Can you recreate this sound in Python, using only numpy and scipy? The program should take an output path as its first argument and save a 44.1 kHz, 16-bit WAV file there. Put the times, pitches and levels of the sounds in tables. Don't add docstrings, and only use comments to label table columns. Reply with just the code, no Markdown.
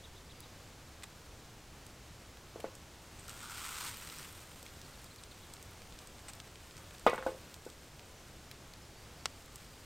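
import sys
import numpy as np
from scipy import signal
from scipy.io import wavfile
from scipy.ndimage import uniform_filter1d

SR = 44100
rng = np.random.default_rng(int(sys.argv[2]) if len(sys.argv) > 2 else 0)


def wrap_up_sound(samples):
    columns = np.atleast_2d(samples).T
    tamed = np.clip(columns, -1, 1)
    steps = np.round(tamed * 32767).astype(np.int16)
    wavfile.write(sys.argv[1], SR, steps)


def volts_from_decibels(level):
    exponent = np.asarray(level, float) / 20
    return 10 ** exponent


N = 434385

# pitch_hz, level_db per Hz
AIR_SPECTRUM = [(12, -32), (20, -4.5), (59, -1.5), (114, -0.5), (137, -7.5), (203, -10.5), (450, -12.5),
                (942, -16.5), (2000, -20.5), (4370, -23), (7000, -24.5), (9000, -30.5), (11000, -32),
                (15800, -38)]
# pitch_hz, level_db per Hz
HISS_SPECTRUM = [(35, -40), (60, -11), (200, -3.5), (660, -2), (1000, -8), (1800, -5.5), (3000, -4),
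                 (4500, -4), (8600, -5), (12000, -5.5), (15800, -7.5)]
# pitch_hz, level_db
MIC_COLOUR = [(100, -44), (500, 0.5), (5000, 0), (6800, -2), (8500, 4.5), (9500, -5.5), (10500, -17.5),
              (13000, -3), (16500, -17), (18000, -19)]

# start_s, top_hz, depth (share of top pitch), level_db
BIRD_ARCHES = [
    (.034, 3900, 0.19, -53),
    (.158, 4100, .23, -56),
    (.289, 4200, 0.28, -57),
    (.425, 4100, .18, -58),
    (.875, 4200, .14, -63),
    (4.845, 4700, .1, -55),
    (4.98, 4650, .09, -59),
    (5.105, 4200, .05, -55),
    (5.42, 4130, 0.25, -58),
]
# start_s, start_hz, level_db
BIRD_SLIDES = [
    (4.931, 5000, -56),
    (5.056, 5200, -55),
    (5.181, 5000, -54),
    (5.309, 4700, -53),
]
# start_s, length_s, pitch_hz, level_db
CRICKET_TRILLS = [
    (.34, 0.15, 4830, -63),
    (.58, 0.13, 4650, -69),
    (8.14, .14, 6050, -68),
    (8.44, .08, 6000, -68),
    (8.815, .045, 5150, -65),
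    (8.945, 0.11, 4600, -64),
    (9.17, 0.22, 4600, -66),
    (9.67, 0.16, 4780, -64),
]

# start_s, peak_db, crumble_db (re snap), hold_s, t60_s
EMBER_BURSTS = [
    (9.2572, -12, -18.5, .0035, .016),
]
# start_s, peak_db, centre_hz, droplet_db (re peak)
WOOD_CRACKLES = [(1.0234, -40, 2200, -20), (2.371, -41, 2520, -12), (2.602, -51, 2900, 10),
                 (3.7564, -41, 4370, -6), (4.0988, -32.5, 3960, -13), (4.5153, -42, 2790, -20),
                 (4.6635, -34.5, 3040, -23), (4.6834, -44, 3630, -20), (4.8145, -37, 4530, -10),
                 (5.0428, -42, 5670, -2), (5.1602, -38.5, 5020, -9), (5.236, -34, 4630, -14),
                 (5.5664, -40, 3540, -20), (5.8187, -38.5, 3610, -20), (5.9234, -40, 3470, -20),
                 (5.989, -34, 4600, -14), (6.1918, -43, 2640, -20), (6.4004, -30, 3420, -19),
                 (6.556, -38, 3140, -20), (6.7092, -40, 3070, -20), (6.767, -37, 5560, -11),
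                 (6.9082, -42, 2750, -10), (6.949, -41, 2640, -20), (6.982, -39, 4390, -17),
                 (6.9955, -40, 4510, -3), (7.5415, -32.5, 5350, -15), (7.6999, -37.5, 4800, -19),
                 (7.9937, -37, 3310, -20), (8.5126, -33, 3430, -8), (8.736, -36.5, 3450, -14)]

# start_s, peak_db, thud_hz, pan_ring_db, bar_ring_db
PAN_KNOCKS = [
    (2.5598, -34.5, 506, -32, -21),
    (2.598, -41, 550, -30, -24),
    (2.6437, -25, 560, -32, -24.5),
    (7.0659, -9, 713, -22.5, -31),
    (7.1326, -22, 587, -27, -29),
    (7.1454, -27.5, 1030, -30, -34),
    (7.1793, -29.5, 1500, -21.5, -16),
    (7.2262, -31.5, 1380, -30, -24),
    (7.2651, -20.5, 630, -30.5, -15),
    (7.666, -34.5, 420, -36, -22),
]
# pitch_hz, level_db, t60_s
PAN_MODES = [(479, 12.5, 0.13), (639, 12, 0.072), (1070, 5, 0.28), (1232, 11, 0.082), (1423, 1, 0.09),
             (1456, 13, 0.048), (1647, -5.5, 0.17), (1970, -4, 0.31), (2210, -3, 0.27), (2506, -9, 0.3),
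             (2800, -19, 0.38), (3470, -10.5, 0.22), (3780, -12, 0.19), (4570, -20, 0.25)]
# pitch_hz, level_db, t60_s
BAR_MODES = [(334, -6, 0.22), (439.5, -8.5, 0.33), (520, -16, 0.23), (523, 1.5, 0.37), (663, -6, 0.12),
             (859, 2.5, 0.11), (1180, -8, 0.095), (1500, -3, 0.092)]
# delay_s, level_db
FIRE_RING_ECHOES = [
    (.0052, -12.5),
    (.0125, -22),
]

# start_s, rms_db, length_s, strongest_hz, lift_db
WATER_SPUTTERS = [
    (1.0335, -44.5, 0.0081, 4040, -3.5),
    (2.6012, -50, .006, 2880, 5),
    (3.19, -57.5, 0.022, 8600, 16),
    (6.283, -48.5, 0.022, 8000, -1.5),
    (6.777, -53.5, 0.0071, 6000, 0),
    (8.513, -55, 0.0043, 3800, 10),
]
# start_s, peak_db, droplet_db (re peak)
FAT_POPS = [(.404, -39, 3), (1.8647, -39, -7), (2.7516, -36, -25), (3.1961, -47, -20), (3.2804, -34, -9),
            (3.2939, -30, -25), (3.3914, -37, -22), (3.972, -46, 7), (4.185, -34, -22), (4.3254, -46, 2),
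            (4.6279, -36, -5), (5.5365, -33, -21), (5.6266, -37, -10), (5.7109, -52, 3), (6.015, -55, 3),
            (6.072, -36, -20), (6.334, -34.5, -15), (6.352, -44, -3), (7.0645, -31, -15),
            (7.0967, -31.5, -10), (7.137, -39, -14), (7.1467, -46, 0), (7.1584, -38, -7), (7.266, -39, -6),
            (7.652, -39, -20), (9.4594, -46, -3), (9.5574, -33, -9)]
# pitch_hz, level_db per Hz
FIZZ_SPECTRUM = [(400, -47), (800, -3.5), (1400, -2), (2500, -3), (6500, -8), (8400, -3.5), (9300, -7),
                 (10200, -18.5), (12000, -16.5), (14000, -15), (15800, -23)]
# time_s, level_db
BOIL_LEVEL = [(0, -69.5), (2.6, -70.5), (3.12, -66.5), (3.27, -59), (3.29, -55), (3.4, -54.5), (3.48, -49),
              (3.58, -47.5), (3.74, -47.5), (3.87, -44.5), (3.96, -52), (4.23, -51.5), (4.3, -58),
              (4.6, -62), (6, -65.5), (7.4, -63), (8.6, -70), (9.85, -62.5)]
# start_s, end_s, bowl_lift_db
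BOWL_TILTS = [
    (3.27, 3.357, 11),
    (3.417, 3.556, 13),
    (3.605, 3.873, 8.5),
    (4.07, 4.12, -4),
    (4.16, 4.226, -8),
]


def evened(x):
    return x / np.sqrt(np.mean(x ** 2) + 1e-20)


def spectrum_at(points, hz):
    f, value = np.transpose(points)
    return np.interp(np.log(hz + 1), np.log(f + 1), value)


def add(mix, start_s, sound):
    part = mix[round(start_s * SR):][:len(sound)]
    part += sound[:len(part)]


def ring(x, hz, width_hz):
    return signal.lfilter(*signal.iirpeak(hz, hz / width_hz, SR), x)


def band(x, lo_hz, hi_hz):
    return signal.sosfilt(signal.butter(3, [lo_hz, hi_hz], "band", fs=SR, output="sos"), x)


def causal(points):
    log_gain = np.log(volts_from_decibels(spectrum_at(points, abs(np.fft.fftfreq(4096, 1 / SR)))))
    return np.fft.ifft(np.exp(np.conj(signal.hilbert(log_gain)))).real[:2048]


def noise(points, patchy_db, swell_db):
    frames, hz = N // 256 + 5, np.fft.rfftfreq(1024, 1 / SR)
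    a, b, patches = rng.standard_normal((frames, 513, 3)).T
    swell = evened(uniform_filter1d(patches[0], 40))
    patches = evened(uniform_filter1d(uniform_filter1d(patches, 10, 0), 12, 1))
    level_db = spectrum_at(points, hz)[:, None] + patchy_db * patches + swell_db * swell
    z = (a + 1j * b) * volts_from_decibels(level_db)
    return evened(signal.istft(z, nperseg=1024, noverlap=768)[1][:N])


def capsule_hiss():
    return volts_from_decibels(-72) * noise(HISS_SPECTRUM, patchy_db=.5, swell_db=0)


def outdoor_air():
    return volts_from_decibels(-54) * noise(AIR_SPECTRUM, patchy_db=0, swell_db=.5)


def bird_note(length_s, start_hz, top_hz, end_hz):
    u = np.arange(0, length_s, 1 / SR) / length_s
    hz = np.interp(u, [0, .45, 1], [start_hz, top_hz, end_hz])
    tone = np.sin(2 * np.pi * np.cumsum(hz) / SR) * signal.windows.tukey(len(u), .3)
    tone *= 1 + .12 * evened(uniform_filter1d(rng.standard_normal(len(u)), 60))
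    trees = rng.standard_normal(2000) * volts_from_decibels(-34 - 60 * np.arange(2000) / SR / 0.093)
    trees[0] = 0.71
    return signal.oaconvolve(tone, trees)


def bird_arch(top_hz, depth):
    length_s = 0.0135 + 0.086 * depth
    return bird_note(length_s, top_hz * (1 - depth), top_hz, top_hz * (1 - 1.14 * depth))


def bird_slide(start_hz):
    return bird_note(.015, start_hz, .86 * start_hz, .68 * start_hz)


def cricket_trill(length_s, hz):
    t = np.arange(0, length_s, 1 / SR)
    throb = 1 - .5 * np.cos(2 * np.pi * 45 * t) ** 2
    tone = np.sin(2 * np.pi * hz * t) + 0.22 * evened(ring(rng.standard_normal(len(t)), hz, 120))
    return tone * throb * volts_from_decibels(-25 * t) * signal.windows.tukey(len(t), .2)


def ember_burst(crumble_db, hold_s, t60_s):
    t = np.arange(2000) / SR
    fade_db = -60 * np.maximum(t - hold_s, 0) / t60_s
    crumble = band(rng.standard_normal(2000), 1140, 5800) * volts_from_decibels(crumble_db + fade_db)
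    crumble[:8] = -signal.windows.hann(8) ** 2.3
    shape = signal.oaconvolve(crumble, causal(MIC_COLOUR))[:2000]
    return shape / abs(shape[:20]).max()


def pop(hz, breadth, puff_db):
    t = np.arange(2000) / SR
    puff = rng.standard_normal(2000) * volts_from_decibels(puff_db - 60 * t / 0.019)
    puff[:40] = -signal.unit_impulse(40, 36)
    width_hz = breadth * hz
    cell = ring(ring(puff, hz, width_hz), hz, width_hz)
    shape = signal.oaconvolve(cell, causal(MIC_COLOUR))[:2000]
    return shape / abs(shape[:80]).max()


def droplet_spit():
    t = np.arange(-30, 1970) / SR
    tick = band(rng.standard_normal(2000) * (t >= 0) * volts_from_decibels(-60 * t / 0.0039), 8600, 15000)
    return tick / abs(tick).max()


def wood_crackle(hz, droplet_db):
    return pop(hz, breadth=1.37, puff_db=-16.5) + volts_from_decibels(droplet_db) * droplet_spit()


def blow(t, thud_hz):
    u = (t[:400] - 1 / thud_hz) * thud_hz
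    thud = np.cos(2 * np.pi * u - .3) * np.exp(-(u / np.where(u < 0, .55, .9)) ** 2)
    return thud + 0.15 * np.cos(4 * np.pi * u + 0.45) * np.exp(-(u / .5) ** 2)


def pan_knock(thud_hz, pan_db, bar_db):
    t = np.arange(SR // 2) / SR
    rattle_db = -24 + 5.5 * np.log2(thud_hz / 600)
    taps = rng.standard_normal(len(t)) * (rng.random(len(t)) < 1500 / SR)
    taps *= volts_from_decibels(rattle_db - 60 * t / 0.15)
    taps[:200] = signal.unit_impulse(200)
    for delay_s, db in FIRE_RING_ECHOES:
        taps[round(delay_s * SR)] = -volts_from_decibels(db)
    out = signal.oaconvolve(taps, blow(t, thud_hz))[:len(t)]
    out += volts_from_decibels(-15.5 - 60 * t / 0.037) * np.sin(2 * np.pi * 215 * t) * (1 - np.exp(-t / 0.0026))
    out += volts_from_decibels(pan_db - 1.5 - 60 * t / 0.18) * evened(band(rng.standard_normal(len(t)), 670, 3150))
    settle_db = 60 * np.maximum(t - .1, 0) / 0.14
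    onset = 1 - np.exp(-np.maximum(t - 1.17 / thud_hz, 0) / 0.00096)
    for modes, lift_db, buzz in ((PAN_MODES, pan_db - 4, .8), (BAR_MODES, bar_db, .6)):
        for hz, db, t60_s in modes:
            swing = np.sin(2 * np.pi * (hz * t + rng.random())) * onset
            contact = 1 + buzz * evened(uniform_filter1d(rng.standard_normal(len(t)), 160))
            out += volts_from_decibels(lift_db + db - 60 * t / t60_s - settle_db) * swing * contact
    return out


def water_sputter(length_s, hz, lift_db):
    t = np.arange(2000) / SR
    run = rng.standard_normal(2000) * volts_from_decibels(-300 * t - 60 * np.maximum(t - length_s, 0) / 0.02)
    run = signal.oaconvolve(run, causal(FIZZ_SPECTRUM))[:2000]
    run = run + volts_from_decibels(lift_db) * ring(run, hz, .18 * hz)
    return run / np.std(run[t < length_s])


def fat_pop(droplet_db):
    return pop(8000, breadth=1.5, puff_db=-15) + volts_from_decibels(droplet_db) * droplet_spit()


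def patchy(x, patchy_db):
    z = signal.stft(x, nperseg=256)[2]
    patches = uniform_filter1d(uniform_filter1d(rng.standard_normal(z.shape), 9, 0), 9, 1)
    return signal.istft(z * volts_from_decibels(patchy_db * evened(patches)), nperseg=256)[1][:N]


def bubble_bursts():
    clumps = volts_from_decibels(2.2 * evened(uniform_filter1d(rng.standard_normal(N), 250)))
    sizes = volts_from_decibels(3 * np.minimum(rng.exponential(1, N), 5)) * rng.choice([-1, 1], N)
    clicks = sizes * (rng.random(N) < clumps * 5000 / SR)
    return signal.oaconvolve(clicks, causal(FIZZ_SPECTRUM))[:N]


def frying():
    t = np.arange(N) / SR
    boil_db = np.interp(t, *np.transpose(BOIL_LEVEL))
    tilt_db = np.zeros(N)
    for start_s, end_s, db in BOWL_TILTS:
        tilt_db += db * np.clip(np.minimum(t - start_s, end_s - t) / .03 + .5, 0, 1)
    keep = np.exp(-1 / (0.15 * SR))
    trailing_db = signal.lfilter([1 - keep], [1, -keep], boil_db - boil_db[0]) + boil_db[0]
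    lag_db = trailing_db - boil_db
    gusts = evened(uniform_filter1d(uniform_filter1d(rng.standard_normal(N), 1200), 1200))
    even = bubble_bursts()
    bursts = patchy(even, patchy_db=1)
    fizz = 1.087 * evened(band(bursts, 870, 9000))
    bowl = volts_from_decibels(-17 + tilt_db) * evened(ring(ring(even, 1420, 480), 1420, 480))
    spray = volts_from_decibels(-8 + 0.33 * lag_db) * evened(band(bursts, 10800, 16000))
    return volts_from_decibels(boil_db + 1.0 * gusts) * (fizz + bowl + spray)


def scene():
    mid = outdoor_air() + frying()
    side = capsule_hiss()
    edge = signal.firwin(1001, 15880, window=("kaiser", 8), fs=SR)
    mid, side = signal.oaconvolve([mid, side], edge[None], "same")
    for table, source in ((BIRD_ARCHES, bird_arch), (BIRD_SLIDES, bird_slide), (CRICKET_TRILLS, cricket_trill)):
        for start_s, *shape, db in table:
            add(mid, start_s, volts_from_decibels(db) * source(*shape))
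    for table, source in ((EMBER_BURSTS, ember_burst), (WOOD_CRACKLES, wood_crackle),
                          (WATER_SPUTTERS, water_sputter), (FAT_POPS, fat_pop)):
        for start_s, db, *colour in table:
            add(mid, start_s, volts_from_decibels(db) * source(*colour))
    for start_s, db, thud_hz, *rings in PAN_KNOCKS:
        add(mid, start_s - 1 / thud_hz, volts_from_decibels(db) * pan_knock(thud_hz, *rings))
    return np.array([mid + side, mid - side])


def top_cut(x):
    return signal.sosfilt(signal.butter(12, 16650, fs=SR, output="sos"), x)


def record(dry):
    top = signal.firwin(301, 16500, window=("kaiser", 8), fs=SR)
    mix = signal.oaconvolve(dry, top[None], "same")
    return top_cut(mix)


dry = scene()
out = record(dry)
wrap_up_sound(out)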